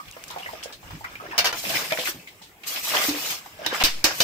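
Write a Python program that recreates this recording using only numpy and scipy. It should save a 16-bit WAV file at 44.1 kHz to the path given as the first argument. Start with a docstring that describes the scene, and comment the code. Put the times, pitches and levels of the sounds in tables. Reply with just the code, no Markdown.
"""A small walled pen with a wet concrete floor: water slops in a steel bucket and is thrown out in sheets.
A pair of microphones stands close by, brushed by moving air; the walls answer within a fifth of a second.
Water is showers of tiny damped tones over coloured noise; plops are single bubbles with rising pitch.
Lumps slapping down are bursts of noise, drops and wire tips click, and each blow on the bucket cracks,
rings the steel's modes and rattles the wire handle on the rim."""
import sys
import numpy as np
from scipy import signal
from scipy.fft import rfft, irfft, next_fast_len
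from scipy.io import wavfile
from scipy.ndimage import uniform_filter1d, map_coordinates

SR = 44100
rng = np.random.default_rng(int(sys.argv[2]) if len(sys.argv) > 2 else 0)


def transcribe(u):
    """Save the signal u as a 16-bit wav file named by the first command-line argument.

    u: samples, shape (n,) or (channels, n), limited to [-1, 1]; the rate is SR.
    q: integer samples, one column per channel.
    """
    v = np.clip(np.atleast_2d(u).T, -1, 1)
    q = np.round(v * 32767).astype(np.int16)
    wavfile.write(sys.argv[1], SR, q)


N = 186707  # length in samples


def amp(db):
    """Decibels to amplitude factor."""
    return 10 ** (np.asarray(db) / 20)


def unit(x):
    """Scales a signal to an rms of one."""
    return x / np.sqrt(np.mean(x ** 2) + 1e-20)


def along(points, hz):
    """Reads a curve of (Hz, value) points on a log frequency axis."""
    f, v = np.transpose(points)
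    return np.interp(np.log(hz + 1), np.log(f + 1), v)


def curves(rows):
    """One value per sample for each column after the time."""
    s, *cols = np.transpose(rows)
    return [np.interp(np.arange(N) / SR, s, c) for c in cols]


def wobble(rate):
    """A smooth random curve, rate knots a second."""
    knots = rng.standard_normal(int(N / SR * 200) + 4)
    return map_coordinates(knots, [np.arange(N) * min(rate, 199) / SR])


def filtered(x, response):
    """Multiplies the spectrum of x by a response of frequency."""
    n = x.shape[-1]
    m = next_fast_len(n + 8192)
    return irfft(rfft(x, m) * response(np.fft.rfftfreq(m, 1 / SR)), m)[..., :n]


def add(track, s, sound):
    """Mixes a sound into the track at second s."""
    part = track[..., max(round(s * SR), 0):][..., :sound.shape[-1]]
    part += sound[..., :part.shape[-1]]


def noise(length):
    """White noise, unrelated at the two microphones."""
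    return rng.standard_normal((2, length))


def patches(x, depth_db):
    """Random louder and softer streaks, about 150 Hz by 40 ms."""
    z = signal.stft(x, nperseg=512)[2]
    field = uniform_filter1d(rng.standard_normal(z.shape[1:]), size=2, axis=0)
    field = uniform_filter1d(field, size=7, axis=1)
    return signal.istft(z * amp(depth_db * unit(field)), nperseg=512)[1][:, :N]


# Likeness of the two microphones. Each row: frequency in Hz, left-right likeness from 0 to 1.
MIC_LIKENESS = [(60, 0.95), (250, 0.96), (640, 0.78), (1300, 0.017), (15000, 0.022)]


def spread(pair):
    """Two unrelated signals become a pair alike in the bass and nearly unrelated in the treble."""
    turn = lambda hz: np.arccos(np.clip(along(MIC_LIKENESS, hz), -1, 1)) / 2
    mid, side = filtered(pair, lambda hz: np.array([np.cos(turn(hz)), np.sin(turn(hz))]))
    return np.array([mid + side, mid - side])


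# Steady surroundings. Each row: frequency in Hz, relative level in dB per Hz.
YARD_SPECTRUM = [(88, -28), (150, 2.5), (815, -1.5), (1520, -6.5), (2240, 1), (4100, -16), (7950, -9.5),
                 (10400, -16.5), (15700, -8.5)]


def yard():
    """Steady surroundings: coloured noise with patches and a slight waver, at about -50 dB."""
    level = amp(-50.5 + 1.5 * wobble(14))
    bed = filtered(noise(N), lambda hz: amp(along(YARD_SPECTRUM, hz)))
    return level * unit(spread(patches(bed, depth_db=4)))


# Air brushing the microphones. Each row: peak time in seconds, level in dB, rise by 20 dB in seconds,
# fall by 20 dB in seconds, thrum relative to that level in dB.
GUSTS = [(0.33, -58, 0.16, 0.39, -11), (0.94, -39.5, 0.09, 0.11, -5), (1.26, -70, 0.6, 0.33, -4),
         (1.75, -59, 0.75, 0.27, 10), (2.17, -69, 0.092, 0.095, 19), (3.84, -48, 0.024, 0.14, -31),
         (4.13, -68, 0.21, 0.42, 7)]


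def gusts():
    """Gust amplitude over time, for the rumble and for the thrum: straight rises and falls in dB."""
    now = np.arange(N) / SR
    total = np.zeros((2, N))
    for s, db, rise, fall, thrum_db in GUSTS:
        below_peak = 20 * np.maximum((s - now) / rise, (now - s) / fall)
        total += amp(db - below_peak + np.array([[0], [thrum_db]]))
    return total


# Rumble of air on the microphones. Each row: frequency in Hz, relative level in dB per Hz.
RUMBLE_SPECTRUM = [(15, -44), (30, -6), (75, -2.5), (110, 0.5), (140, -41), (240, -120)]


def rumble(gust):
    """Moving air buffets the microphones: lumpy low noise, swelling with the gusts."""
    calm_db, shared = -63.5, 0.44  # shared: part of each microphone's rumble that reaches the other
    low = filtered(noise(N), lambda hz: amp(along(RUMBLE_SPECTRUM, hz)))
    lumpy = (low + shared * low[::-1]) * amp(4.4 * wobble(25.0))
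    return (amp(calm_db) + gust) * unit(lumpy)


# Thrum of bucket and floor. Each row: frequency in Hz, relative level in dB per Hz.
THRUM_SPECTRUM = [(70, -56), (110, -6), (160, 0.5), (230, -11.5), (330, -4.5), (600, -120)]


def thrum(gust_thrum):
    """Water and gusts shake bucket and floor: low noise that follows the flow and the gusts."""
    rest_db, under_flow_db = -70.5, -25
    flow_db = curves(np.vstack(WATER_FLOW))[0]
    shake = amp(rest_db) + amp(flow_db + under_flow_db) + gust_thrum
    low = filtered(noise(N), lambda hz: amp(along(THRUM_SPECTRUM, hz)))
    return shake * unit(spread(low) * amp(5.2 * wobble(25.18)))


# Pressure jolts. Each row: start in seconds, level in dB, fading time of the pull in seconds,
# time scale of the rebound in seconds.
PRESSURE_JOLTS = [(3.836, -19, 0.021, 0.19), (4.042, -28, 0.0067, 0.038)]


def jolts():
    """Pressure jolts pull the diaphragms in and let them swing back."""
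    out, t = np.zeros((2, N)), np.arange(SR // 4) / SR
    for s, db, suck, rebound in PRESSURE_JOLTS:
        swing = 0.37 * np.sin(np.pi * np.clip(t / (1.14 * rebound), 0, 1)) ** 2
        pull = (1 - np.exp(-t / 0.0016)) * np.exp(-t / suck)
        add(out, s, amp(db + np.array([[1.5], [-1.5]])) * (swing - pull))  # stronger on the left
    return out


def air():
    """Moving air: rumble, thrum and jolts at the microphones."""
    gust, gust_thrum = gusts()
    return rumble(gust) + thrum(gust_thrum) + jolts()


# Echo of the walled pen. Each row: frequency in Hz, time to fall by 60 dB in seconds.
PEN_DECAY = [(300, 0.16), (2000, 0.13), (10000, 0.11)]


def pen(x):
    """The walls answer each tenth of a second of sound with a new echo pattern, the treble dying first."""
    out, step = np.zeros((2, N)), SR // 10
    for start in range(0, N, step):
        hz, t, z = signal.stft(noise(SR // 4), SR, nperseg=128)
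        tail = signal.istft(z * amp(-60 * t / along(PEN_DECAY, hz)[:, None]), SR, nperseg=128)[1]
        tail = tail / np.linalg.norm(tail[0])
        echo = signal.fftconvolve(x[None, start:start + step], tail, axes=1)
        add(out, start / SR + .002, echo)  # first echo after 2 ms
    return spread(out)


def droplets(count, centre_hz, octaves, cycles, scatter_db):
    """A rain of tiny damped tones, each with its own pitch and size, unrelated in the two channels."""
    length = 400  # samples per tone
    when, pitch, size, chan = rng.random((4, count))
    hz = np.clip(centre_hz * 2 ** (octaves * (2 * pitch - 1)), 100, SR / 2.5)[:, None]
    t = np.arange(length) / SR
    phase = hz * t * (1 + .03 * hz * t / cycles)  # a bubble's pitch rises as it nears the surface
    level = amp(-scatter_db * np.log(size + 0.0091))[:, None]
    tones = level * np.exp(-hz * t / cycles) * np.sin(2 * np.pi * phase)
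    right = (chan > .5)[:, None]
    at = (when * N).astype(int)[:, None] + np.arange(length) + right * (N + length)
    both = np.bincount(at.ravel(), tones.ravel(), 2 * (N + length))
    return unit(both.reshape(2, -1)[:, :N])


def layer(grains, share, spectrum, low_hz, flutter_db, patchy_db):
    """Droplets over a bed of rush, coloured together, fluttering and patchy; little below low_hz."""
    mix = np.sqrt(share) * grains + np.sqrt(1 - share) * noise(N)
    mix = patches(mix, patchy_db) * amp(flutter_db * (wobble(23.02) + 2.8 * wobble(60)))
    return unit(filtered(mix, lambda hz: amp(along(spectrum, hz)) * hz ** 2 / (hz ** 2 + low_hz ** 2)))


# Large bubbles, spatter and fine mist. Each row: frequency in Hz, relative level in dB per Hz.
GURGLE_SPECTRUM = [(120, -52), (200, -1), (343, -4.5), (684, -10), (1300, -3.5), (1690, 8.5), (2860, -120)]
SPRAY_SPECTRUM = [(710, 5.5), (1200, -3), (1490, -8), (2120, 0.5), (3010, 1.5), (4590, -7.5), (5070, 0.5),
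                  (7500, -16.5), (9750, -41), (16500, -120)]
MIST_SPECTRUM = [(4410, 4), (7500, -2), (8050, -2), (9780, -9.5), (12000, -4), (14900, -2.5), (15700, -21)]
# Moving water, in four groups: slopping in the carried bucket, then the first, second and third throw.
# Each row: time in seconds, flow level in dB, mist relative to the spray in dB.
WATER_FLOW = [
    [(0.0, -53, -3), (0.27, -50.5, -4), (0.51, -45, -2.5), (0.72, -48.5, -18), (0.78, -66, -2),
     (0.825, -55.5, 0), (0.92, -44, -21), (1.0, -53.5, 2), (1.12, -46.5, -20), (1.195, -52, -18),
     (1.256, -47, -19), (1.372, -42.5, -42)],
    [(1.545, -41, -3), (1.585, -38, 7.5), (1.625, -42, 6.5), (1.65, -34, 2), (1.751, -27, -2.5),
     (1.86, -32, -1.5), (1.89, -37.5, 1), (1.91, -36.5, -1), (1.96, -41.5, 4.5), (2.0, -37.5, 2.5),
     (2.1, -36.5, 7.5), (2.14, -46.5, 2), (2.25, -56.5, 0)],
    [(2.6, -70, -4), (2.655, -44.5, -7), (2.676, -41.5, 12.5), (2.778, -33.5, 0.5), (2.822, -44.5, 9.5),
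     (2.842, -37, 8.5), (2.956, -23.5, -5.5), (3.08, -29.5, 5), (3.138, -33, -2.5), (3.22, -35, 3.5),
     (3.312, -31.5, 3.5), (3.428, -49, 0)],
    [(3.562, -52.5, -4), (3.655, -37.5, -20), (3.69, -46, 5), (3.724, -26, -23), (3.752, -28.5, -3.5),
     (3.79, -31.5, -6), (3.826, -22, -12.5), (3.93, -46, 0), (4.035, -49, -7), (4.11, -35, -7.5),
     (4.2, -39.5, 10)],
]


def water():
    """Large bubbles gurgle, drops spatter, fine mist fizzes; gentle flow spatters darker than a hard throw."""
    spray_db, mist_db = curves(np.vstack(WATER_FLOW))
    gurgle_db = spray_db - 9.5 - 0.6 * np.maximum(mist_db, -16)  # water with little mist gurgles more
    fizz_db = spray_db + mist_db

    drops = droplets(count=2500, centre_hz=777, octaves=0.75, cycles=2.3, scatter_db=2.6)
    gurgle = layer(drops, .35, GURGLE_SPECTRUM, low_hz=149, flutter_db=1.1, patchy_db=3.5)
    drops = droplets(count=9000, centre_hz=2733, octaves=1.362, cycles=3.5, scatter_db=2.6)
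    spray = layer(drops, .35, SPRAY_SPECTRUM, low_hz=700, flutter_db=.5, patchy_db=2.6)
    drops = droplets(count=5000, centre_hz=10900, octaves=0.96, cycles=0.32, scatter_db=-14.0)
    fizz = layer(drops, 0.052, MIST_SPECTRUM, low_hz=3900, flutter_db=.4, patchy_db=4)

    dark = filtered(spray, lambda hz: 1 / (1 + (hz / 3800) ** 4))
    spray = dark + (spray - dark) * amp(0.52 * np.minimum(spray_db + 60, 0))
    return spread(amp(spray_db) * spray + amp(gurgle_db) * gurgle + amp(fizz_db) * fizz)


def bubble(pitch_hz, t):
    """One damped tone of rising pitch, its phase wandering in the churning water."""
    t60 = 0.03  # seconds
    wander = .03 * np.cumsum(rng.standard_normal(len(t)))  # radians
    tone = np.sin(2 * np.pi * pitch_hz * (t + 0.07 * t * t / t60) + wander)
    return amp(-60 * t / t60) * (1 - np.exp(-t / 0.00025)) * tone


# Bubbles closing in the water. Each row: start in seconds, level in dB, starting pitch in Hz.
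PLOPS = [(0.0, -27.5, 1220), (0.13, -39.5, 2730), (0.166, -32, 606), (0.362, -22, 787), (0.305, -29.5, 970),
         (0.399, -29.5, 750), (0.398, -35.5, 3340), (0.422, -36, 2720), (0.432, -29, 2850),
         (0.444, -29, 2790), (0.459, -32.5, 590), (0.461, -22.5, 1880), (0.489, -25.5, 1004),
         (0.533, -24, 690), (0.629, -30, 3060), (0.657, -27, 584), (0.733, -42, 3670), (0.83, -37.5, 810),
         (1.009, -32.5, 846), (1.044, -25, 1370), (1.048, -23.5, 2050), (1.126, -39, 1450),
         (1.264, -36, 1810), (1.154, -27.5, 2330), (1.2, -28.5, 1224), (1.225, -29, 410), (1.239, -31, 600),
         (1.287, -31.5, 350), (1.311, -30.5, 2620), (1.322, -26.5, 1700), (1.33, -26, 980),
         (1.345, -32, 680), (1.64, -25.5, 630), (1.7, -22, 636), (1.92, -16, 587), (1.922, -24.5, 880),
         (1.922, -18, 2310), (1.922, -22.5, 2970), (1.945, -29, 600), (1.973, -34, 1730), (1.987, -20, 550),
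         (1.99, -32, 740), (2.054, -32, 2520), (2.077, -25.5, 1620), (2.086, -33, 354), (2.146, -32.5, 220),
         (2.197, -39, 2530), (2.273, -33, 2130), (2.415, -40, 850), (2.765, -42, 2800), (2.965, -19, 3110),
         (3.145, -25.5, 473), (3.591, -31.5, 630), (3.617, -27.5, 650)]


def plops():
    """A bubble rings briefly; four quieter neighbours of nearby pitch follow within some ms."""
    out, t = np.zeros(N), np.arange(SR // 8) / SR
    draws = rng.standard_normal((len(PLOPS), 4, 3))
    for (s, db, hz), neighbours in zip(PLOPS, draws):
        add(out, s, amp(db) * bubble(hz, t))
        for late, size, level in neighbours:
            quieter = amp(db - 10.5 + 2 * level)
            add(out, s + 0.0083 * abs(late), quieter * bubble(hz * (1 + 0.065 * size), t))
    return filtered(out, lambda hz: 1j * hz / (1j * hz + 150))  # small bubbles radiate no bass


# Lumps of water slapping down. 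Each row: start in seconds, relative level in dB, centre in Hz,
# time to fall by 60 dB in seconds.
SLAPS = [(0.081, -32, 2450, 0.056), (0.165, -35, 1190, 0.1), (0.283, -33, 5270, 0.052),
         (0.301, -29, 3500, 0.11), (0.303, -34.5, 1010, 0.54), (0.383, -32, 2620, 0.14),
         (0.5919, -41, 2180, 0.51), (0.6273, -28.5, 2660, 0.064), (0.6342, -24.5, 5440, 0.079),
         (0.7237, -31.5, 3930, 0.14), (0.829, -45, 1050, 0.15), (0.9062, -29, 1030, 0.06),
         (1.041, -26.5, 1150, 0.097), (1.154, -30.5, 2200, 0.042), (1.201, -38, 950, 0.19),
         (1.312, -29, 1670, 0.098), (1.698, -20, 2800, 0.067), (1.752, -22, 3000, 0.051),
         (1.907, -19.5, 2230, 0.095), (1.921, -14.5, 2160, 0.052), (1.9729, -19, 1790, 0.099),
         (1.9863, -21, 3160, 0.27), (2.0537, -19.5, 2370, 0.12), (2.073, -15, 1550, 0.027),
         (2.272, -38, 3060, 0.18), (2.417, -37, 3900, 0.24), (2.6332, -30.5, 2570, 0.14),
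         (2.6935, -35, 4530, 0.12), (2.7588, -20, 2640, 0.085), (2.9292, -24, 1230, 0.26),
         (2.949, -18, 4500, 0.075), (3.038, -18.5, 3470, 0.083), (3.0904, -16, 3860, 0.062),
         (3.4598, -30, 930, 0.073), (3.591, -43, 900, 0.13), (3.732, -22, 1150, 0.15),
         (3.799, -16, 2500, 0.37), (3.812, -23.5, 790, 0.23), (3.8237, -22.5, 4440, 0.52)]


def slaps():
    """A sudden burst of spray around one pitch region that thins out, with some mist above it."""
    out, t = np.zeros((2, N)), np.arange(SR // 5) / SR
    for s, db, centre_hz, t60 in SLAPS:
        mist_db = -24 + 0.99 * np.log2(centre_hz / 2500)  # brighter slaps carry more mist

        def colour(hz):
            body_db = -14 * np.abs(np.log2((hz + 1) / centre_hz))  # fall per octave from the centre
            return amp(np.maximum(body_db, along(MIST_SPECTRUM, hz) + mist_db)) * hz / (hz + 400)

        burst = unit(filtered(noise(len(t)), colour))
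        rise = 1 - np.exp(-t / (.012 * t60))
        add(out, s, burst * amp(db - 5.5 - 60 * t / t60) * rise)
    return spread(out)


# Single drops or the wire's tip striking steel or concrete.
# Each row: start in seconds, peak level in dB, centre in Hz.
TICKS = [(0.112, -26.5, 6200), (0.124, -35, 4500), (0.2389, -25, 2300), (0.239, -25.5, 7100),
         (0.247, -37, 7500), (0.281, -29, 6000), (0.311, -28, 6000), (0.385, -30, 4800), (0.636, -37, 5500),
         (1.3805, -10.5, 4800), (1.599, -25, 5250), (1.923, -14.5, 2370), (2.076, -21, 1600),
         (2.969, -15, 2750), (3.664, -10.5, 2680), (3.8385, -7, 4460), (4.044, -5, 5500)]


def ticks():
    """A dry click of a few ms around one pitch region."""
    out, t = np.zeros((2, N)), np.arange(SR // 50) / SR
    for s, db, centre_hz in TICKS:
        colour = lambda hz: amp(-10 * np.abs(np.log2((hz + 1) / centre_hz)))  # dB per octave from the centre
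        click = filtered(noise(len(t)), colour)
        click = click * amp(-60 * t / .012) * np.minimum(t * 2000, 1)  # dies by 60 dB in 12 ms
        add(out, s, amp(db) * click / np.abs(click).max(axis=1, keepdims=True))
    return out


def drift(rough, t):
    """Water and hands unsettle a ring's phase: a random walk, rough radians per sample."""
    return rough * np.cumsum(rng.standard_normal(len(t)))


# The bucket's wall and rim. Each row: nominal mode in Hz, relative level in dB,
# time to fall by 60 dB in seconds.
STEEL_MODES = [(674, -16.5, 0.14), (995, -14, 0.15), (1542, -9, 0.094), (2320, -8, 0.15), (2594, -10, 0.16),
               (2983, -2, 0.12), (3180, -11, 0.081), (3550, -11, 0.21), (3756, -5.5, 0.15),
               (4220, -1, 0.076), (4452, -6, 0.14), (4890, -1.5, 0.06), (5100, -3.5, 0.095),
               (5080, -3, 0.094), (5600, -5, 0.055), (6130, -1, 0.048), (6400, -26, 0.033),
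               (6800, -15, 0.042), (7200, -15, 0.034), (8200, -10, 0.11), (11300, -14.5, 0.17),
               (13800, -13, 0.11), (14100, -5, 0.11)]


def wall_ring(t):
    """Modes of wall and rim, each struck at a new strength; the grip shifts their pitch from blow to blow."""
    ring = np.zeros((2, len(t)))
    for hz, level_db, t60 in STEEL_MODES:
        strength = amp(level_db + rng.normal(0, 3.55) - 60 * t / t60)
        turns = hz * rng.normal(1, .02) * t + rng.random((2, 1))
        ring += strength * np.sin(2 * np.pi * turns + drift(0.079, t))
    return ring


# The empty bucket's bottom. Each row: mode in Hz, relative level in dB, time to fall by 60 dB in seconds.
BOTTOM_MODES = [(313, -3, 0.16), (404, -20, 0.15)]


def bottom_boom(s, t):
    """The bottom's low modes; the water left in the bucket until 3.5 s lowers their pitch."""
    loading = 0.94 if s < 3.5 else 1
    boom = np.zeros(len(t))
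    for hz, level_db, t60 in BOTTOM_MODES:
        boom += amp(level_db - 60 * t / t60) * np.sin(2 * np.pi * hz * loading * t + drift(.004, t))
    return (1 - np.exp(-t / .0025)) * boom


# Rattle of wire on steel. Each row: frequency in Hz, relative level in dB per Hz.
RATTLE_SPECTRUM = [(240, -39), (400, -14), (1750, -1), (3080, -8.5), (4260, -8.5), (5040, 0.5),
                   (6960, -4.5), (10400, -18), (11000, -5.5), (15700, -9.5)]


def wire_rattle(t60, t):
    """The loose wire chatters on steel, contacts about a ms apart; the treble dies sooner."""
    chatter = amp(5.5 * np.repeat(rng.random(len(t) // 50 + 1), 50)[:len(t)])
    rattle = unit(filtered(noise(len(t)) * chatter, lambda hz: amp(along(RATTLE_SPECTRUM, hz))))
    dull = filtered(rattle, lambda hz: 1 / (1 + (hz / 7500) ** 6))
    bright = (rattle - dull) * amp(-45 * t / t60)
    return amp(-5.0 - 60 * t / t60) * (dull + bright)


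# The handle or a hand on the bucket, rebounds included. Each row: start in seconds, level in dB,
# boom relative to that level in dB, rattle's 60 dB fall in seconds, brightness in dB per octave,
# loudest region in Hz.
CLANKS = [(1.379, -9, -45, 0.1, -3.5, 4700), (1.387, -8.5, -41, 0.091, -0.5, 2780),
          (1.396, -21, -43, 0.13, -5.5, 4800), (1.444, -13, -28, 0.24, -4.5, 1020),
          (1.448, -16, -48, 0.13, -3, 2800), (1.455, -12.5, -39, 0.083, -2.5, 5070),
          (1.469, -14.5, -38, 0.082, -4, 4800), (1.483, -25, -35, 0.11, -5, 1100),
          (1.527, -16.5, -25, 0.065, -5, 2030), (3.084, -38, 22.5, 0.22, -12, 1010),
          (3.138, -45, 15, .1, -9, 1000), (3.662, -11.5, -15, 0.039, -4.5, 2650),
          (3.837, -9.5, -14, 0.015, 3.5, 4040), (3.846, -10, -37, 0.2, -0.5, 3760),
          (4.041, -7, -9, 0.15, -2, 6700), (4.049, -11.5, -14, 0.32, -4, 6500),
          (4.203, -6.5, -24, 0.12, -4, 5800), (4.213, -18.5, -26, 0.12, 10, 5260)]


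def bucket():
    """Every blow cracks, then rings wall and bottom; the loose wire rattles on for some ms."""
    out, t = np.zeros((2, N)), np.arange(SR // 2) / SR
    rise = 1 - np.exp(-t / .0006)
    for s, db, boom_db, t60, bright_db, focus_hz in CLANKS:
        def colour(hz):
            # the sound falls off away from the region a blow excites most
            focus_db = -3.5 * np.minimum(np.abs(np.log2((hz + 300) / focus_hz)), 1.5)
            tilt_db = bright_db * np.log2(np.minimum(hz + 300, 7500) / 4000)  # no further tilt above about 7 kHz
            return amp(focus_db) * amp(tilt_db)

        crack = amp(0.5 - 60 * t / .013) * filtered(noise(len(t)), lambda hz: hz / (hz + 1500))
        blow = amp(-10) * wall_ring(t) + wire_rattle(t60, t) + crack
        steel = filtered(spread(blow), colour)
        add(out, s, amp(db) * rise * (steel + amp(boom_db) * bottom_boom(s, t)))
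    return out


def scene():
    """Yard and air, moving water, then the close bubbles, slaps, ticks and clanks with the walls' answer."""
    bubbles = plops()
    near = np.array([bubbles, np.roll(bubbles, 14)])  # the right microphone hears them 14 samples later
    blows = slaps() + bucket()
    walls = amp(-3.5) * pen(bubbles) + amp(-5.5) * pen(blows[0])
    return yard() + air() + walls + water() + near + ticks() + blows


# Balance of the microphones. Each row: frequency in Hz, left minus right in dB.
MIC_LEAN = [(60, -1), (110, 0), (200, -0.5), (380, -0.5), (700, -1.5), (1290, -0.5), (2380, 0.5),
            (4400, -1), (8120, -0.5), (15000, 5)]
# The level dips briefly. Each row: start in seconds, end in seconds, level change in dB.
LEVEL_DIPS = [(1.519, 1.525, -10), (3.829, 3.837, -26)]


def record(dry):
    """The microphones lean differently by frequency; the level dips briefly; the top band is cut off."""
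    t = np.arange(N) / SR
    dip_db = np.zeros(N)
    for start, end, db in LEVEL_DIPS:
        dip_db += db * np.clip(np.minimum(t - start, end - t) * 1000, 0, 1)  # 1 ms slopes

    def response(hz):
        lean = amp(np.array([[.5], [-.5]]) * along(MIC_LEAN, hz))
        band = amp(-np.clip((hz - 15650) / 10, 0, 30)) * (hz < 16600)  # down 30 dB, then silence
        return lean * band

    return filtered(dry * amp(dip_db), response)


dry = scene()
out = record(dry)
transcribe(out)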